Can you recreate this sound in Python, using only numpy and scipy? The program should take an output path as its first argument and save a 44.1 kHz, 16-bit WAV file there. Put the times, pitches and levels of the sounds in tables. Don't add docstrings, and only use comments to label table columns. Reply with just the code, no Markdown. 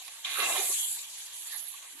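import sys
import numpy as np
from scipy import signal
from scipy.fft import rfft, irfft
from scipy.io import wavfile
from scipy.ndimage import uniform_filter1d

SR = 44100
rng = np.random.default_rng(int(sys.argv[2]) if len(sys.argv) > 2 else 0)


def invert_db(level):
    return 10 ** (np.asarray(level, dtype=float) / 20)


def digitize_waveform(pressure):
    field = np.atleast_2d(pressure).T
    bounded = np.clip(field, -1, 1)
    quanta = np.round(bounded * 32767).astype(np.int16)
    wavfile.write(sys.argv[1], SR, quanta)


N = 88200
T = np.arange(N) / SR
HZ = np.maximum(np.fft.rfftfreq(N, 1 / SR), 1)

# (time [s], level [dB], extra level of the top spits [dB])
FAT_VIGOUR = [(0.0, -46.5, -0.5), (0.24, -48.5, 0), (0.24, -47, -3), (0.5, -33.5, 1), (0.54, -34.5, 0),
              (0.58, -31.5, -6), (0.63, -40, 11), (0.71, -34, 6.5), (0.73, -33, 1), (0.91, -44, 14.5),
              (1.06, -45.5, 0.5), (1.21, -45, 1.5), (1.44, -47.5, 6), (1.47, -44.5, 4), (1.51, -42.5, -9),
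              (1.52, -40, -17), (1.64, -48.5, 2.5), (2.0, -53, 8)]
# (frequency [Hz], level [dB])
FAT_TONE = [(200, -20.5), (500, -15.5), (1000, -9), (2000, -7), (3200, -1.5), (7000, 1.5), (11000, -0.76),
            (14000, -1.1)]
# (time [s], level from speed [dB], left over right [dB])
BOWL_SLIDE = [
    (.244, -58, 33),
    (.248, -38.5, -2),
    (.29, -36, -1),
    (.355, -37.5, 1),
    (.4, -34, -5),
    (.5, -38.5, -2),
    (.6, -38, -2.5),
    (.67, -53, -20),
    (.9, -86, 2),
]
# (frequency [Hz], level [dB])
SLIDE_TONE = [(250, -20), (500, -23), (900, -11.5), (1600, -6.5), (2500, -1.5), (3700, 0.5), (4600, -5),
              (7000, -13.5)]
# (time [s], level [dB], left over right [dB])
EDGE_RASP = [
    (.25, -59, -3),
    (.3, -41, 7),
    (.39, -33.5, -6.5),
    (.47, -43, -15.5),
    (.57, -35, -12.5),
    (.67, -33.5, 7.5),
    (.84, -33, 2),
    (.94, -38, 9),
    (1.06, -56, 19),
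]
# (time [s], level [dB], left over right [dB])
WALL_RASP = [
    (1.47, -49, -5),
    (1.505, -49, -1),
    (1.52, -40.5, -2),
    (1.55, -45, -9),
    (1.57, -43.5, -12.5),
    (1.66, -44.5, 0.5),
    (1.68, -46, -12.5),
    (1.73, -46.5, 0),
    (1.8, -66, -11),
]
# (frequency [Hz], level [dB])
RASP_TONE = [(5000, -31), (7500, -16.5), (9000, -3), (10500, -4), (11500, -2), (12500, 1.5), (14000, -1)]
# (frequency [Hz], level [dB])
WALL_TONE = [(8000, -32), (9900, -19), (10500, -9), (11000, -5), (11600, -5.5), (12200, -11), (14000, -24)]
# (time [s], level [dB])
SPOON_WEIGHT = [
    (.244, -55),
    (.26, -68),
    (.32, -54.5),
    (.36, -56),
    (.39, -39.5),
    (.5, -35),
    (.62, -51.5),
    (.725, -48),
    (.745, -95),
]
# (time [s], level [dB], length [s], centre [Hz], width [octaves])
SPOON_JOLTS = [(0.081, -39.5, 0.0094, 3870, 5.2), (.249, -29.5, 0.0063, 3400, 0.34),
               (0.391, -37.5, 0.081, 1350, 0.45), (0.398, -45.5, 0.043, 410, 0.46),
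               (0.432, -42, 0.032, 1610, 0.87), (0.433, -37.5, 0.13, 2700, 0.043),
               (0.467, -44, 0.027, 480, 3.7), (.5, -35.5, 0.033, 790, 0.72),
               (0.555, -37.5, 0.032, 700, 0.76), (0.592, -40, 0.051, 750, 0.42),
               (0.594, -41.5, 0.032, 399, 0.34), (0.599, -46, 0.041, 2334, 0.056),
               (.632, -48, 0.03, 438, 1.2), (0.704, -51.5, 0.048, 380, 0.59), (0.713, -57, 0.0083, 930, 1),
               (0.799, -55, 0.0071, 3440, 0.32), (0.814, -41, 0.12, 3204, 0.21),
               (0.68, -36.5, 0.083, 8050, 0.18), (0.852, -38, 0.23, 7550, 0.21),
               (1.533, -46.5, 0.062, 1800, 0.22), (1.546, -55, 0.042, 904, 0.5),
               (0.427, -38, 0.021, 2075, 0.11), (0.461, -37.5, 0.017, 2700, 0.14),
               (0.563, -32, .005, 1500, 1.6), (0.25, -36, .003, 4000, 2.5), (0.0, -59.5, 0.048, 820, 0.59),
               (0.705, -63, 0.017, 1060, 0.12), (.705, -34, 0.01, 7550, 0.32),
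               (0.831, -38, .004, 10500, .6), (0.886, -34.5, 0.01, 7750, 0.24),
               (.928, -52, 0.0088, 11000, .4), (1.473, -48, 0.035, 7100, 0.12),
               (1.514, -56, .006, 11100, .3), (1.563, -36, 0.011, 10900, .25),
               (1.6, -32, 0.0025, 10900, 0.27), (1.641, -32, 0.0029, 11100, 0.24),
               (1.685, -34, .008, 11100, .25), (1.525, -54, 0.013, 6900, .3),
               (1.744, -56.5, 0.013, 1080, 0.29), (1.836, -51, 0.044, 2400, 2.9),
               (1.96, -61, 0.09, 283, 0.52)]
# (frequency [Hz], width [Hz], level [dB])
PAN_MODES = [(368, 46, -9), (574, 137, -4.5), (696, 25, -1.5), (750, 24.7, 1.5), (1119, 54, 0),
             (1191, 37, -7), (1280, 16, -5), (1663, 21, -1), (1800, 15.4, -4), (2075, 56, 1),
             (2427, 19.7, 1.5), (2700, 61, -3), (3400, 14, -5), (3796, 80, -0.5)]
# (frequency [Hz], width [Hz], level [dB])
SPOON_MODES = [(7180, 150, 18), (7000, 35, -18), (8900, 110, -3), (10400, 330, 9), (11000, 100, 3),
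               (10930, 28, 6), (11700, 84, 3)]
# (frequency [Hz], likeness [0-1])
LIKENESS = [(200, 0.31), (800, 0.8), (1500, 0.6), (3500, 0.11), (5200, 0.26), (7000, 0), (14000, 0.05)]
# (frequency [Hz], level [dB])
LEFT_PORT = [(300, -3.5), (3500, 1.5), (5000, -2.5), (6200, 1.5), (7250, 5.5), (8700, -1.5), (11500, -7.5),
             (14100, -31.5)]
# (frequency [Hz], level [dB])
RIGHT_PORT = [(300, -4), (3800, 5.5), (6500, -2), (8100, -4.5), (10000, 2.5), (11200, 6.5), (12300, -4),
              (14100, -11)]
# (start [s], end [s], start frequency [Hz], end frequency [Hz], width [Hz])
DIPS = [(.27, .43, 5300, 4950, 150), (.43, .62, 5350, 5400, 70), (.5, .62, 4850, 4980, 80),
        (.63, .8, 5300, 5300, 90), (.68, .86, 4800, 4750, 70), (.82, .94, 5250, 5300, 150),
        (.94, 1.28, 5200, 5100, 60), (1.28, 1.6, 4950, 5400, 55), (1.61, 1.75, 5050, 5050, 90),
        (1.76, 2.0, 5400, 5100, 60), (.26, .56, 8500, 8250, 60), (.48, .66, 6400, 6300, 60),
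        (.55, .98, 5950, 5900, 45), (.44, .62, 4300, 4150, 50), (.55, .73, 2800, 2720, 45),
        (.8, .9, 2350, 2800, 45), (.65, .72, 1260, 1240, 35), (.75, .82, 1050, 1000, 30),
        (.81, 1.08, 1290, 1410, 30), (1.0, 1.14, 2120, 2130, 35), (1.35, 1.42, 2130, 2110, 35),
        (1.15, 1.47, 2620, 2700, 35), (1.53, 1.58, 13400, 13300, 200), (1.62, 1.7, 14200, 14200, 300)]
# (time [s], level [dB])
BUMPS = [
    (.255, -84),
    (.62, -86),
    (1.085, -83),
    (1.67, -90),
]

GRIT_PER_S, GRIT_SPREAD_DB = 3000, 4


def rms_one(x):
    return x / np.sqrt(np.mean(x ** 2) + 1e-20)


def at_hz(points):
    hz, value = np.transpose(points)
    return np.interp(np.log(HZ), np.log(hz), value)


def in_time(rows):
    s, *columns = np.transpose(rows)
    return [np.interp(T, s, column) for column in columns]


def bump(centre_hz, width_hz):
    return np.exp(-((HZ - centre_hz) / width_hz) ** 2)


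def drift(rate):
    r = np.exp(-80 * np.pi * rate / SR)
    noise = rng.standard_normal(N // 40 + 2002)
    slow = signal.lfilter([1], [1, -2 * r, r * r], noise)[2000:]
    return np.interp(np.arange(N) / 40, np.arange(len(slow)), rms_one(slow))


def grains(per_s, spread_db):
    size = invert_db(spread_db * np.minimum(rng.exponential(1, (2, N)), 5))
    size = size * rng.choice([-1, 1], (2, N))
    return rms_one(size * (rng.random((2, N)) < per_s / SR))


def patchy(pair, tone, patch_db, together_db):
    spectrum = rfft(pair) * invert_db(at_hz(tone))
    together = drift(12.3) + drift(57)
    out = 0
    for hz in 200 * 2 ** (np.arange(20) / 3):
        band = np.cos(np.pi / 2 * np.clip(3 * np.log2(HZ / hz), -1, 1)) ** 2
        flicker_db = patch_db * drift(13.7) + together_db * together
        out = out + irfft(spectrum * band, N) * invert_db(flicker_db)
    return rms_one(out)


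def body(x, modes, dull_db):
    out = invert_db(dull_db) * x
    for k, (hz, width_hz, db) in enumerate(modes):
        r = np.exp(-np.pi * width_hz / SR)
        feed = np.array([1, 0, -1]) * (1 - r * r) / 2
        back = [1, -2 * r * np.cos(2 * np.pi * hz / SR), r * r]
        out = out + (-1) ** k * invert_db(db + 10.5) * signal.lfilter(feed, back, x)
    return out


def clay(x):
    return body(x, PAN_MODES, dull_db=-10)


def stroke_gain(rows, db):
    touching = 1. * (T > rows[0][0]) * (T < rows[-1][0])
    return invert_db(db) * uniform_filter1d(touching, size=90)


def placed(pair, pan_db=0):
    a, b = rfft(pair)
    alike = np.clip(at_hz(LIKENESS), 0, .99)
    both = irfft(np.array([a, alike * a + np.sqrt(1 - alike ** 2) * b]), N)
    return both * invert_db(np.array([[.5], [-.5]]) * pan_db)


def fat():
    db, top_db = in_time(FAT_VIGOUR)
    spits = grains(per_s=9000, spread_db=1.5)
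    spits = rfft(patchy(spits, FAT_TONE, patch_db=2.43, together_db=0.59))
    air_db = 7 * bump(910, 49) + 4.5 * bump(1150, 17)
    wall_db = -6 * bump(1350, 157)
    spits = spits * invert_db(air_db + wall_db)
    low = 1 / (1 + (HZ / 3580) ** 4)
    top = 1 / (1 + (9000 / HZ) ** 8)
    low_db = db.mean() + 0.33 * (db - db.mean())
    parts = [(low, low_db), (1 - low - top, db), (top, db + top_db)]
    return placed(sum(invert_db(level_db + 3.0) * irfft(spits * part, N) for part, level_db in parts))


def press():
    db, = in_time(SPOON_WEIGHT)
    dull = signal.butter(2, 1400, fs=SR, output="sos")
    rub = signal.sosfilt(dull, grains(1500, 2.3))
    ringing = clay(rub * invert_db(1.8 * drift(22)))
    return placed(rms_one(ringing + invert_db(-10.0) * rub) * stroke_gain(SPOON_WEIGHT, db))


def rasp(stroke, tone, ring_db):
    db, pan_db = in_time(stroke)
    grit = patchy(grains(12000, 0.98), tone, patch_db=0.44, together_db=0.28)
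    metal = body(grit, SPOON_MODES, dull_db=-1.5 - ring_db)
    return placed(stroke_gain(stroke, db) * rms_one(metal), pan_db)


def slide():
    db, pan_db = in_time(BOWL_SLIDE)
    grit = patchy(grains(GRIT_PER_S, GRIT_SPREAD_DB), SLIDE_TONE, patch_db=1.2, together_db=-0.35)
    scrape = rms_one(grit + invert_db(2.5) * rms_one(clay(grit)))
    return placed(stroke_gain(BOWL_SLIDE, db) * scrape, pan_db)


def jolts():
    drive = np.zeros((2, N))
    grit = rfft(grains(GRIT_PER_S, GRIT_SPREAD_DB))
    for s, db, length, hz, octaves in SPOON_JOLTS:
        u = (T - s) / length
        shape = np.exp(-np.where(u < 0, (u / 0.44) ** 2, (u / 0.57) ** 2))
        tone = np.exp(-(np.log2(HZ / hz) / octaves) ** 2 * 2)
        drive += invert_db(db) * shape * rms_one(irfft(grit * tone, N))
    return placed(invert_db(-2.5) * clay(drive) + invert_db(-6.5) * drive)


def scene():
    long_rasp = rasp(EDGE_RASP, RASP_TONE, ring_db=-12.5)
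    wall_rasp = rasp(WALL_RASP, WALL_TONE, ring_db=-13.0)
    return fat() + press() + long_rasp + wall_rasp + slide() + jolts()


def dipped(x):
    wander_per_s = 12
    hz, s, z = signal.stft(x, SR, nperseg=1536)
    at = np.minimum(s * SR, N - 1).astype(int)
    for start, end, from_hz, to_hz, width_hz in DIPS:
        glide = np.interp(s, [start, end], [from_hz, to_hz])
        where = glide + .6 * width_hz * drift(wander_per_s)[at]
        depth = (s > start) * (s < end) * np.clip(.9 + .4 * drift(wander_per_s)[at], 0, 1.4)
        z = z * invert_db(-30 * depth * np.exp(-((hz[:, None] - where) / width_hz) ** 4))
    return signal.istft(z, SR, nperseg=1536)[1][:, :N]


def ports(dry):
    left_lag_s, top_hz = .0001, 14400
    notch_db = -4 * bump(5200, 650)
    response = invert_db(np.array([at_hz(LEFT_PORT), at_hz(RIGHT_PORT)]) + notch_db)
    lag = np.exp(-2j * np.pi * HZ * np.array([[left_lag_s], [0]]))
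    return irfft(rfft(dry) * response * lag * (HZ < top_hz), N)


def rumble(x):
    noise = rng.standard_normal(N) + 0.56 * rng.standard_normal((2, N))
    deep = rms_one(signal.sosfilt(signal.butter(4, 51.5, fs=SR, output="sos"), noise))
    loudness = uniform_filter1d(np.mean(x ** 2, axis=0), size=4000) / np.mean(x ** 2)
    return invert_db(-82) * deep * np.abs(loudness) ** (0.33 / 2)


def handling():
    thud_hz, thud_s = 121, 0.0147
    out = 0
    for s, db in BUMPS:
        shape = np.exp(-((T - s) / thud_s) ** 2)
        out = out + invert_db(db) * shape * np.sin(2 * np.pi * thud_hz * (T - s))
    return out


def low_pass(x):
    return signal.sosfilt(signal.butter(12, 14400, fs=SR, output="sos"), x)


def record(dry):
    bass_cut = signal.butter(8, 233, "high", fs=SR, output="sos")
    x = signal.sosfilt(bass_cut, dipped(ports(dry)))
    mix = x + handling() + rumble(x)
    return low_pass(mix)


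dry = scene()
out = record(dry)
digitize_waveform(out)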